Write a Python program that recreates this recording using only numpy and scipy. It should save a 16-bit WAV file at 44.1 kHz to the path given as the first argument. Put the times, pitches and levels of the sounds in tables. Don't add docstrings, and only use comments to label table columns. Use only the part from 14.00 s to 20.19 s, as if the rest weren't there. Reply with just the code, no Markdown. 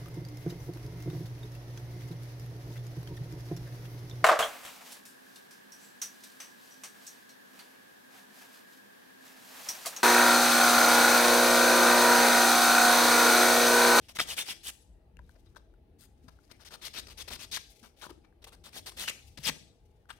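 import sys
import numpy as np
from scipy import signal
from scipy.fft import rfft, irfft
from scipy.io import wavfile
from scipy.ndimage import uniform_filter1d

SR = 44100
rng = np.random.default_rng(int(sys.argv[2]) if len(sys.argv) > 2 else 0)


def dump_mix(stems):
    frames = np.atleast_2d(stems).T
    limited = np.clip(frames, -1, 1)
    pcm = np.round(limited * 32767).astype(np.int16)
    wavfile.write(sys.argv[1], SR, pcm)


def volts_from_decibels(level):
    exponent = np.asarray(level, float) / 20
    return 10 ** exponent


N = 272979
PAD = 32


def evened(x):
    return x / np.sqrt(np.mean(x ** 2) + 1e-20)


def read(points, hz):
    f, value = np.transpose(points)
    return np.interp(np.log(hz + 1), np.log(f + 1), value)


def add(mix, s, sound):
    part = mix[..., max(round(s * SR), 0):][..., :sound.shape[-1]]
    part += sound[..., :part.shape[-1]]


def coloured(x, gain, lead_ms=0.):
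    hz = np.fft.rfftfreq(x.shape[-1], 1 / SR)
    lead = np.exp(2j * np.pi * hz * lead_ms / 1000)
    return irfft(rfft(x) * gain(hz) * lead, x.shape[-1])


def mode(centre_hz, width_hz):
    return lambda hz: 1 / (1 + ((hz - centre_hz) / width_hz) ** 2)


# (f/Hz, level/dB per Hz)
AIR_COLOUR = [(22, -17.5), (33, -12.5), (46, 3.5), (85, -6.5), (150, -15.5), (480, -19.5), (570, -29),
              (650, -21), (740, -30), (830, -22), (950, -37), (3500, -43), (7300, -58), (9000, -52.5),
              (15500, -55.5)]
# (t/s, level/dB)
AIR_SWELLS = [(0, -61.5), (.8, -65), (1.15, -54.5), (1.45, -58.5), (2.2, -58.5), (2.55, -66), (3.2, -56),
              (3.8, -66), (4.3, -64), (4.7, -59), (5.4, -58.5), (5.7, -65.5)]
# (f/Hz, likeness 0-1)
AIR_LIKENESS = [(60, 0.97), (290, .82), (640, 0.5), (1400, 0.1)]


def air(patch_db=2.2):
    frames, hz = N // 512 + 5, np.fft.rfftfreq(2048, 1 / SR)
    a, b, c, d, patches = rng.standard_normal((frames, 1025, 5)).T
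    patches = uniform_filter1d(uniform_filter1d(patches, size=6, axis=0), size=8, axis=1)
    same = read(AIR_LIKENESS, hz)[:, None]
    left = a + 1j * b
    right = same * left + np.sqrt(1 - same ** 2) * (c + 1j * d)
    shape = volts_from_decibels(read(AIR_COLOUR, hz)[:, None] + patch_db * evened(patches))
    swell_db = np.interp(np.arange(frames) * 512 / SR, *np.transpose(AIR_SWELLS))
    mean_db = swell_db.mean()
    rumble = 1 / (1 + (hz[:, None] / 200) ** 2)
    spectra = np.array([left, right]) * shape * volts_from_decibels(rumble * (swell_db - mean_db))
    noise = signal.istft(spectra, nperseg=2048, noverlap=1536)[1][:, :N]
    return volts_from_decibels(mean_db + 3.5) * evened(noise)


# (f/Hz, t60/s)
SHOP_DECAY = [(200, 0.83), (1000, 0.3), (2500, 0.4), (5000, 0.52), (9000, .5), (12000, .42), (15000, 0.3)]
# (f/Hz, level/dB)
SHOP_COLOUR = [(200, 3.5), (1200, -.8), (1800, -1.2), (2700, -1.2), (3800, -4.5), (5000, -3.5), (9000, -3),
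               (15000, -5.5)]


def shop(x, first_ms=4.1):
    taps = np.zeros((2, SR))
    at = np.arange(int(first_ms * SR / 1000), SR - 20, 20)
    at = at + rng.integers(0, 20, (2, len(at)))
    np.put_along_axis(taps, at, rng.choice([-1., 1.], at.shape), 1)
    hz, t, z = signal.stft(taps, SR, nperseg=256)
    decay_db = -60 * t / read(SHOP_DECAY, hz)[:, None]
    tail = signal.istft(z * volts_from_decibels(read(SHOP_COLOUR, hz)[:, None] + decay_db), SR, nperseg=256)[1]
    return signal.fftconvolve(x[None], tail / np.linalg.norm(tail[0]), axes=1)[:, :N]


def uneven(x, patch_db=2.0):
    z = signal.stft(x, nperseg=256)[2]
    patches = rng.standard_normal(z.shape[1:])
    patches = uniform_filter1d(uniform_filter1d(patches, size=5, axis=0), size=5, axis=1)
    return signal.istft(z * volts_from_decibels(patch_db * evened(patches)), nperseg=256)[1][:, :N]


# (until t/s, left over right level/dB, wood leads left by/ms,
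# broad rasp hump f/Hz, thud mode f/Hz)
GRIPS = [(.6, -0.5, -.34, 3200, 816), (.95, -1.5, -.34, 3200, 816), (2.62, 10, 0.41, 4200, 1520),
         (3.65, 5.5, 0.41, 3900, 1300), (4.38, 6.5, 0.089, 3500, 1350), (5.04, 1.5, 0.19, 3500, 790),
         (5.3, 0.5, -0.22, 2940, 1520), (5.9, 6, 0.0074, 3400, 1740), (6.3, 8, -0.26, 2600, 1395)]


def grip_number(s):
    return np.searchsorted([grip[0] for grip in GRIPS], s)


def pan_at(s):
    return GRIPS[grip_number(s)][1]


WALLS_DB = [0.1, 0.1, 0.1, 0.1, 0.1, 0.1, 2.2, -3, -1.5]


def echo(rubbing, knocks):
    to_walls_db = np.take(WALLS_DB, grip_number(np.arange(N) / SR))
    sent = volts_from_decibels(to_walls_db) * (rubbing[0] + volts_from_decibels(-5) * knocks[0])
    return volts_from_decibels([[-13], [-15]]) * uneven(shop(sent))


# (f/Hz, left leads by/radians)
PORT_PHASE = [(100, .07), (700, .5), (1500, 1.15), (2300, 1.3), (2950, .3), (3700, -2.1), (5000, -1.9),
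              (7000, -1.45), (15000, 4)]


def placed(x, pan_db, lead_ms=None):
    if lead_ms is None:
        far = coloured(x, lambda hz: np.exp(-1j * read(PORT_PHASE, hz)))
    else:
        far = coloured(x, np.ones_like, -lead_ms)
    return np.array([volts_from_decibels(pan_db / 2) * x, volts_from_decibels(-pan_db / 2) * far])


# (t/s, peak level/dB, f/Hz, t60/s)
BUMPS = [(0.201, -49.5, 376, 0.081), (2.24, -51, 252, 0.14), (2.28, -39.5, 122, 0.026),
         (3.328, -50.5, 236, 0.17), (3.826, -48.5, 230, 0.088), (4.103, -40.5, 328, 0.05),
         (4.11, -38, 400, .025), (5.374, -42, 300, .03), (5.39, -38.5, 140, 0.068), (5.49, -28, 250, 0.023),
         (5.5, -34, 160, .04), (5.511, -38, 140, .04)]


def bump(db, hz, t60, rise_s=0.0032):
    t = np.arange(6000) / SR
    swing = np.sin(2 * np.pi * hz * t) * np.minimum(t / rise_s, 1)
    return volts_from_decibels(db - 60 * t / t60) * swing * volts_from_decibels([[2], [-2]])


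# (f/Hz, level/dB per Hz)
RASP_COLOUR = [(150, -7.5), (420, -7), (800, -7.5), (1700, -4.5), (2500, -7.5), (5000, -8), (6500, -9),
               (7350, -15), (8200, -10.5), (10000, -13.5), (14000, -16), (15800, -20)]


def rasp_colour(hz):
    return volts_from_decibels(read(RASP_COLOUR, hz))


# (t/s, peak level/dB, ring f/Hz,
# ring t60/s, crack level/dB)
SNAGS_AND_TAPS = [(0.1685, -27, 2060, 0.012, -12), (0.187, -27, 1150, 0.011, -3), (.189, -18, 1600, .009, -6),
                  (0.195, -13.5, 2250, 0.009, -12), (0.197, -20, 2600, 0.007, -9), (0.1988, -11.5, 1900, 0.006, -5),
                  (.2012, -11.5, 1260, .008, -6), (.2015, -19, 5300, .018, -9), (.1955, -21, 3700, .012, -9),
                  (.189, -24, 3600, .012, -4), (0.2025, -14, 3260, 0.014, -8), (0.381, -25, 2350, 0.017, -10.5),
                  (.635, -42, 3000, .008, -2), (.693, -32, 3200, .01, -4), (1.549, -55, 1400, .01, -6),
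                  (2.707, -46, 1450, .015, -10), (2.748, -42, 1300, .014, -8), (2.863, -36, 4000, .008, -3),
                  (3.069, -46, 3900, .01, -4), (3.07, -50, 1400, .012, -12), (3.098, -45, 3900, .01, -3),
                  (3.105, -46, 4700, .01, -4), (3.116, -46, 4300, .01, -4), (3.279, -40, 1300, .012, -4),
                  (3.305, -41, 2550, .012, -8), (3.336, -35, 4000, .008, -4), (3.526, -36, 4100, .014, -6),
                  (3.555, -35, 6300, .01, -6),
                  (1.169, -50, 2760, 0.011, -.6), (1.1905, -44, 1600, 0.014, -12), (1.1935, -49, 969, .025, -14),
        (1.293, -51, 1520, 0.017, -4), (1.36, -58, 560, .03, -15), (1.561, -47, 1600, 0.014, -10),
        (1.5655, -37.5, 1540, 0.015, -18), (1.739, -62, 1440, 0.023, -7), (2.28, -65, 1580, 0.02, -7),
        (2.388, -53, 1400, 0.015, -14.5), (2.516, -43, 2227, 0.0053, -15.5), (2.739, -37, 1390, 0.014, -3),
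        (3.571, -30, 1675, 0.019, -2.5), (3.576, -29.5, 2200, .01, -3), (4.014, -43, 3730, .015, -3),
        (4.021, -43, 1510, .015, -12), (4.031, -45, 950, .015, -12), (4.039, -36, 1450, 0.028, -12),
        (4.051, -41.5, 1050, .02, -12), (4.059, -45, 1000, .015, -12), (4.066, -41, 1000, .022, -12),
        (4.094, -41, 900, .018, -9), (4.325, -60.5, 1630, 0.016, -19), (4.731, -46, 2400, .01, -3),
        (5.038, -31, 2830, 0.015, -4), (5.039, -33, 1400, .01, -6), (5.076, -30, 2250, .012, -6),
        (5.08, -23, 2940, 0.014, -8), (5.0845, -24, 2900, .014, -8), (5.085, -26.5, 4300, .014, -8),
        (5.079, -27, 1550, .016, -12), (5.109, -36, 2010, 0.018, -13.5), (5.374, -42, 3000, .012, -6),
        (5.491, -27, 900, .012, -12), (5.498, -27, 1900, .008, -6), (6.055, -56.5, 1470, 0.014, -12.5),
        (6.09, -48, 1370, .015, -20), (6.095, -41.5, 1700, .015, -20), (6.1035, -37, 1450, 0.02, -16),
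        (6.11, -39, 1500, .018, -14)]


def tap(s, db, hz, t60, crack_db, crack_s=.007, rough=.25):
    t = np.arange(2000) / SR
    wobble, grain = rng.standard_normal((2, len(t)))
    turn = 2 * np.pi * hz * t + rough * evened(uniform_filter1d(wobble, size=40))
    ring = np.sin(turn) + 0.56 * np.sin(.62 * turn)
    crack = evened(coloured(grain, rasp_colour))
    sound = ring * volts_from_decibels(-60 * t / t60) + crack * volts_from_decibels(crack_db - 60 * t / crack_s)
    onset = np.minimum(t / 0.0012, 1)
    return placed(np.pad(volts_from_decibels(db) * sound * onset, (PAD, 0)), pan_at(s))


def grit(n, per_s=12000, spread_db=2.7, chatter_db=2.0, chatter_ms=2.5):
    size = volts_from_decibels(spread_db * np.minimum(rng.exponential(1, n), 5)) * np.sign(rng.standard_normal(n))
    width = int(chatter_ms * SR / 1000)
    chatter = uniform_filter1d(uniform_filter1d(rng.standard_normal(n), width), width)
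    return size * (rng.random(n) < per_s / SR) * volts_from_decibels(chatter_db * evened(chatter))


# (from t/s, to t/s, level/dB)
RUSTLES = [(1.156, 1.607, -80.5), (2.098, 2.686, -80.5), (3.6, 3.959, -70), (5.16, 5.38, -70),
           (5.7, 6.12, -87), (6.11, 6.19, -72)]


def rustle(start, end, db):
    n = round((end - start) * SR)
    colour = lambda hz: rasp_colour(hz) * (hz > 2000)
    flecks = [coloured(grit(n, per_s=5500, chatter_db=4.5, chatter_ms=14.0), colour) for _ in range(2)]
    return volts_from_decibels(db) * evened(np.array(flecks)) * signal.windows.tukey(n, .5) * volts_from_decibels([[3.0], [-3.0]])


# (t/s, length/s, level/dB, f/Hz, width/Hz)
SQUEAKS = [(5.46, .04, -42.5, 1900, 400), (5.372, .022, -54, 5000, 250), (4.026, .022, -54, 3750, 200),
           (3.68, .06, -72, 11500, 1200), (.805, 0.037, -69.5, 10500, 900), (1.235, .03, -79, 3780, 120),
           (1.451, .04, -75, 3850, 120), (1.991, 0.074, -77.5, 1415, 150), (2.429, .03, -77, 4540, 300),
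           (2.509, 0.076, -71, 2150, 250), (3.683, 0.038, -66, 3850, 101), (4.04, .035, -58, 1000, 250),
           (5.67, .07, -72, 3800, 200), (6.088, .04, -51, 1450, 350), (5.092, .014, -40, 7000, 1500),
           (5.078, .014, -42, 6500, 400), (4.1, .02, -52.5, 950, 250), (4.221, 0.068, -75, 2320, 80),
           (6.092, .028, -50, 3300, 500), (6.095, .025, -60, 8600, 700), (5.462, .035, -42, 8200, 600)]


def squeak(s, length, db, hz, width_hz):
    n = round(length * SR)
    narrow = coloured(grit(n), mode(hz, width_hz))
    return placed(volts_from_decibels(db) * evened(narrow) * np.hanning(n), pan_at(s))


# (t/s, length/s, level/dB, from f/Hz, to f/Hz)
SLIDES = [(5.44, .03, -37, 5100, 4700), (5.458, .042, -36, 4200, 2400), (.206, .022, -40, 3500, 3200),
          (.392, .04, -38, 3400, 3750), (.288, .042, -41, 3000, 2780), (.495, .04, -43, 2850, 2900),
          (2.935, .065, -54, 2500, 2600), (2.98, .025, -49, 4100, 4100), (.378, .02, -40, 2100, 2700),
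          (.376, .02, -39, 3400, 3600), (2.84, .035, -52, 4300, 3800), (3.19, .04, -51, 3300, 4100),
          (3.585, .025, -62, 5600, 6000), (.64, .06, -48, 2800, 3500), (5.035, .045, -48, 2900, 2950)]


def slide(s, length, db, from_hz, to_hz, width_hz=260):
    n = round(length * SR)
    turn = np.exp(2j * np.pi * np.cumsum(np.geomspace(from_hz, to_hz, n)) / SR)
    r = np.exp(-np.pi * width_hz / SR)
    slow = signal.lfilter([1], [1, -2 * r, r * r], grit(n) / turn)
    narrow = (turn * slow / np.sqrt(abs(slow) + 1e-9)).real
    return placed(volts_from_decibels(db) * evened(narrow) * np.hanning(n), pan_at(s))


def hand(t, length, peak_db, place, rule):
    rise_db, fall_db, bend, land_s, lift_s = rule
    off = (t - place * length) / .05
    db = peak_db - np.where(off < 0, rise_db, fall_db) * abs(off) ** bend
    edges = np.clip(np.minimum(t / land_s, (length - t) / lift_s + .5), 0, 1)
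    return uniform_filter1d(volts_from_decibels(db), size=60) * edges


# (paper hiss level/dB, singing wood mode on the push f/Hz,
# on the pull f/Hz, its level/dB, change of the thud along a stroke/dB)
GRIP_VOICES = [(-3.5, 2820, 3650, -7, -4.5), (1, 3800, 3680, -4, 6), (-5, 4950, 3870, -2, -3),
               (-6.5, 2690, 3750, -1.5, -4), (-4, 2560, 3900, -3, 3.5), (-3, 3700, 8300, -0.7, -1),
               (-5, 2330, 2600, 7, 4.5), (-5.5, 2900, 3200, -6, 13), (-6, 2000, 1590, 7, -4)]


def stroke(start, length, peak_db, place, wood_db, rule, paper_db=None, pull=False, drag_db=0,
           wood_share=0.28, thud_same=0.73, rasp_same=0.29, hiss_same=0.23):
    t = np.arange(0, length + rule[-1] / 2, 1 / SR)
    number = grip_number(start)
    _, pan_db, wood_ms, hump_hz, thud_hz = GRIPS[number]
    hiss_db, push_hz, pull_hz, sing_db, change_db = GRIP_VOICES[number]
    hiss_db = hiss_db + drag_db if paper_db is None else paper_db
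    thud_db = wood_db + change_db * (t / length - .5)

    wood, paper, far_edge = (coloured(grit(len(t)), rasp_colour) for _ in range(3))
    judder = coloured(grit(len(t), 2500, 2.9, 1.8, 5.0), rasp_colour)
    pressure = hand(t, length, peak_db, place, rule)

    def part(x, keep, gain, lead_ms):
        return placed(np.pad(pressure * gain * evened(coloured(x, keep)), PAD), pan_db, lead_ms)

    def wide(x, keep, gain, same):
        near = part(x, keep, gain, None)
        other = part(far_edge, keep, gain, 0)
        return [[1], [same]] * near + [[0], [np.sqrt(1 - same ** 2)]] * other

    low = lambda hz: 1 / (1 + (hz / 1800) ** 4)
    high = lambda hz: 1 / (1 + (6500 / (hz + 1)) ** 16)
    middle = lambda hz: (1 - low(hz) - high(hz)) * (1 + 0.7 * mode(hump_hz, 900)(hz))
    body = lambda hz: low(hz) * (1 + 0.4 * mode(thud_hz, 180)(hz))

    rasp = part(wood, middle, np.sqrt(wood_share), wood_ms)
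    rasp = rasp + wide(paper, middle, np.sqrt(1 - wood_share), rasp_same)
    sing_gain = volts_from_decibels(min(sing_db, 6.0) - 12.5) * pressure / pressure.max()
    sing = part(wood, mode(pull_hz if pull else push_hz, 200), sing_gain, wood_ms)
    thud = wide(judder, body, volts_from_decibels(thud_db), thud_same)
    hiss = wide(paper, high, volts_from_decibels(hiss_db), hiss_same)
    return start - PAD / SR, rasp + sing + thud + hiss


# (t/s, length/s, peak level/dB, thud over rasp/dB, hiss over rasp/dB)
BRUSHES = [(.001, 0.093, -65.5, -18, -6.5), (.168, .022, -56, -8, -2), (.555, 0.02, -62, -8, -2),
           (1.351, 0.015, -74, 10, -13), (1.451, 0.022, -76, 2.5, -11), (1.981, .08, -69, -9, 3.5),
           (2.221, 0.071, -86, 2.5, 0), (2.424, 0.033, -79, 3, -2), (2.49, 0.032, -70, 3.5, -8),
           (2.59, .05, -65, 0, -7), (3.69, 0.032, -77, -28, 9.5), (3.743, .03, -76.5, -22, -1.5),
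           (3.96, 0.08, -66, -15.5, -4.5), (4.237, 0.019, -73, 6, -12), (4.417, .016, -60, -1.5, -7.5),
           (4.908, 0.018, -57.5, -.6, -2.5), (5.388, .046, -62, -8, -3)]
# (gain over 50 ms before the peak/dB, loss over 50 ms after/dB, bend, landing/s, lifting/s)
BRUSH_HAND = (8, 5, 1.5, .014, 0.012)


def brushes(mix):
    for start, length, peak_db, wood_db, paper_db in BRUSHES:
        add(mix, *stroke(start, length, peak_db, .55, wood_db, BRUSH_HAND, paper_db))


# (t/s, length/s, peak level/dB, place of peak 0-1, thud over rasp/dB)
JABS = [(0.082, .043, -49, .3, -8.5), (0.185, .009, -38, .4, -3), (.196, .047, -33.5, .35, -11),
        (1.555, .027, -62, .5, 2.5), (2.279, 0.018, -63, .15, 5.5), (2.51, .015, -55.5, .25, -3),
        (3.067, .01, -51, .2, -9), (3.082, 0.012, -51.5, .2, 0.5), (4.089, 0.023, -56.5, .7, 2),
        (4.439, .014, -48.5, .25, -10), (5.372, .02, -49, .15, -5)]
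JAB_HAND = (35, 20, 0.93, .004, 0.0043)


def jabs(mix):
    for row in JABS:
        add(mix, *stroke(*row, JAB_HAND, pull=True, drag_db=-2))


# (t/s, length/s, peak level/dB, place of peak 0-1, thud over rasp/dB)
SWEEPS = [(2.647, 0.043, -53, 0.45, -10), (2.704, 0.056, -51.5, 0.73, -3), (2.933, 0.072, -42, 0.79, -9),
          (3.096, 0.037, -54, 0.3, -6), (3.171, .058, -45.5, 0.75, -11), (3.275, .021, -46, .25, -5.5),
          (3.299, 0.067, -43.5, 0.46, -8), (3.388, 0.066, -46.5, .65, -9.5), (3.512, 0.067, -38, 0.6, -18),
          (3.825, 0.056, -60.5, 0.15, 0), (4.013, 0.06, -52.5, .25, 0), (4.466, 0.03, -55.5, 0.07, -1.5),
          (4.52, 0.035, -58.5, 0.08, -1.5), (4.636, 0.06, -54, 0.4, -5), (4.857, 0.045, -44.5, 0.3, -6.5),
          (5.072, .033, -36.5, .5, -12)]
SWEEP_HAND = (8, 10, 1, .006, 0.004)


def sweeps(mix):
    for k, row in enumerate(SWEEPS):
        add(mix, *stroke(*row, SWEEP_HAND, pull=k % 2 == 0))


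# (t/s, length/s, peak level/dB, place of peak 0-1, thud over rasp/dB)
SWINGS = [(.148, 0.027, -43.5, 0.8, -10), (.264, 0.081, -37.5, 0.58, -11.5),
          (.364, 0.069, -34.5, 0.42, -14), (.452, 0.084, -39, 0.59, -13.5), (.628, 0.076, -40.5, 0.78, -14),
          (4.723, 0.078, -46, 0.66, -8), (5.428, .073, -32.5, .72, -11), (4.962, 0.12, -39, 0.43, -10.5),
          (2.811, .075, -43, .62, -10), (6.086, .036, -60, .6, -8)]
SWING_HAND = (14, 12, 1.2, .009, .009)


def swings(mix):
    for k, row in enumerate(SWINGS):
        add(mix, *stroke(*row, SWING_HAND, pull=k % 2 == 0))


def scene():
    rubbing, knocks = np.zeros((2, 2, N))
    for play in (swings, sweeps, jabs, brushes):
        play(rubbing)
    rubbing = uneven(rubbing)
    for row in RUSTLES:
        add(rubbing, row[0], rustle(*row))
    for row in SQUEAKS:
        add(rubbing, row[0], squeak(*row))
    for row in SLIDES:
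        add(knocks, row[0], slide(*row))
    for row in SNAGS_AND_TAPS:
        add(knocks, row[0] - PAD / SR, tap(*row))
    for s, *row in BUMPS:
        add(knocks, s, bump(*row))
    return air() + echo(rubbing, knocks) + knocks + rubbing


# (f/Hz, level/dB)
LEFT_BIAS = [(100, 3), (3500, 3), (8000, 5.5), (11000, 7.5), (15000, 5)]


def microphone(dry):
    band = lambda hz: 1 / (1 + (37 / (hz + 1)) ** 6) / (1 + (hz / 15930) ** 240)
    return coloured(dry, lambda hz: band(hz) * volts_from_decibels(np.outer([.5, -.5], read(LEFT_BIAS, hz))))


def roll_off(x):
    return signal.sosfilt(signal.butter(12, 16020, fs=SR, output="sos"), x)


def record(dry):
    return roll_off(microphone(dry))


dry = scene()
out = record(dry)
dump_mix(out)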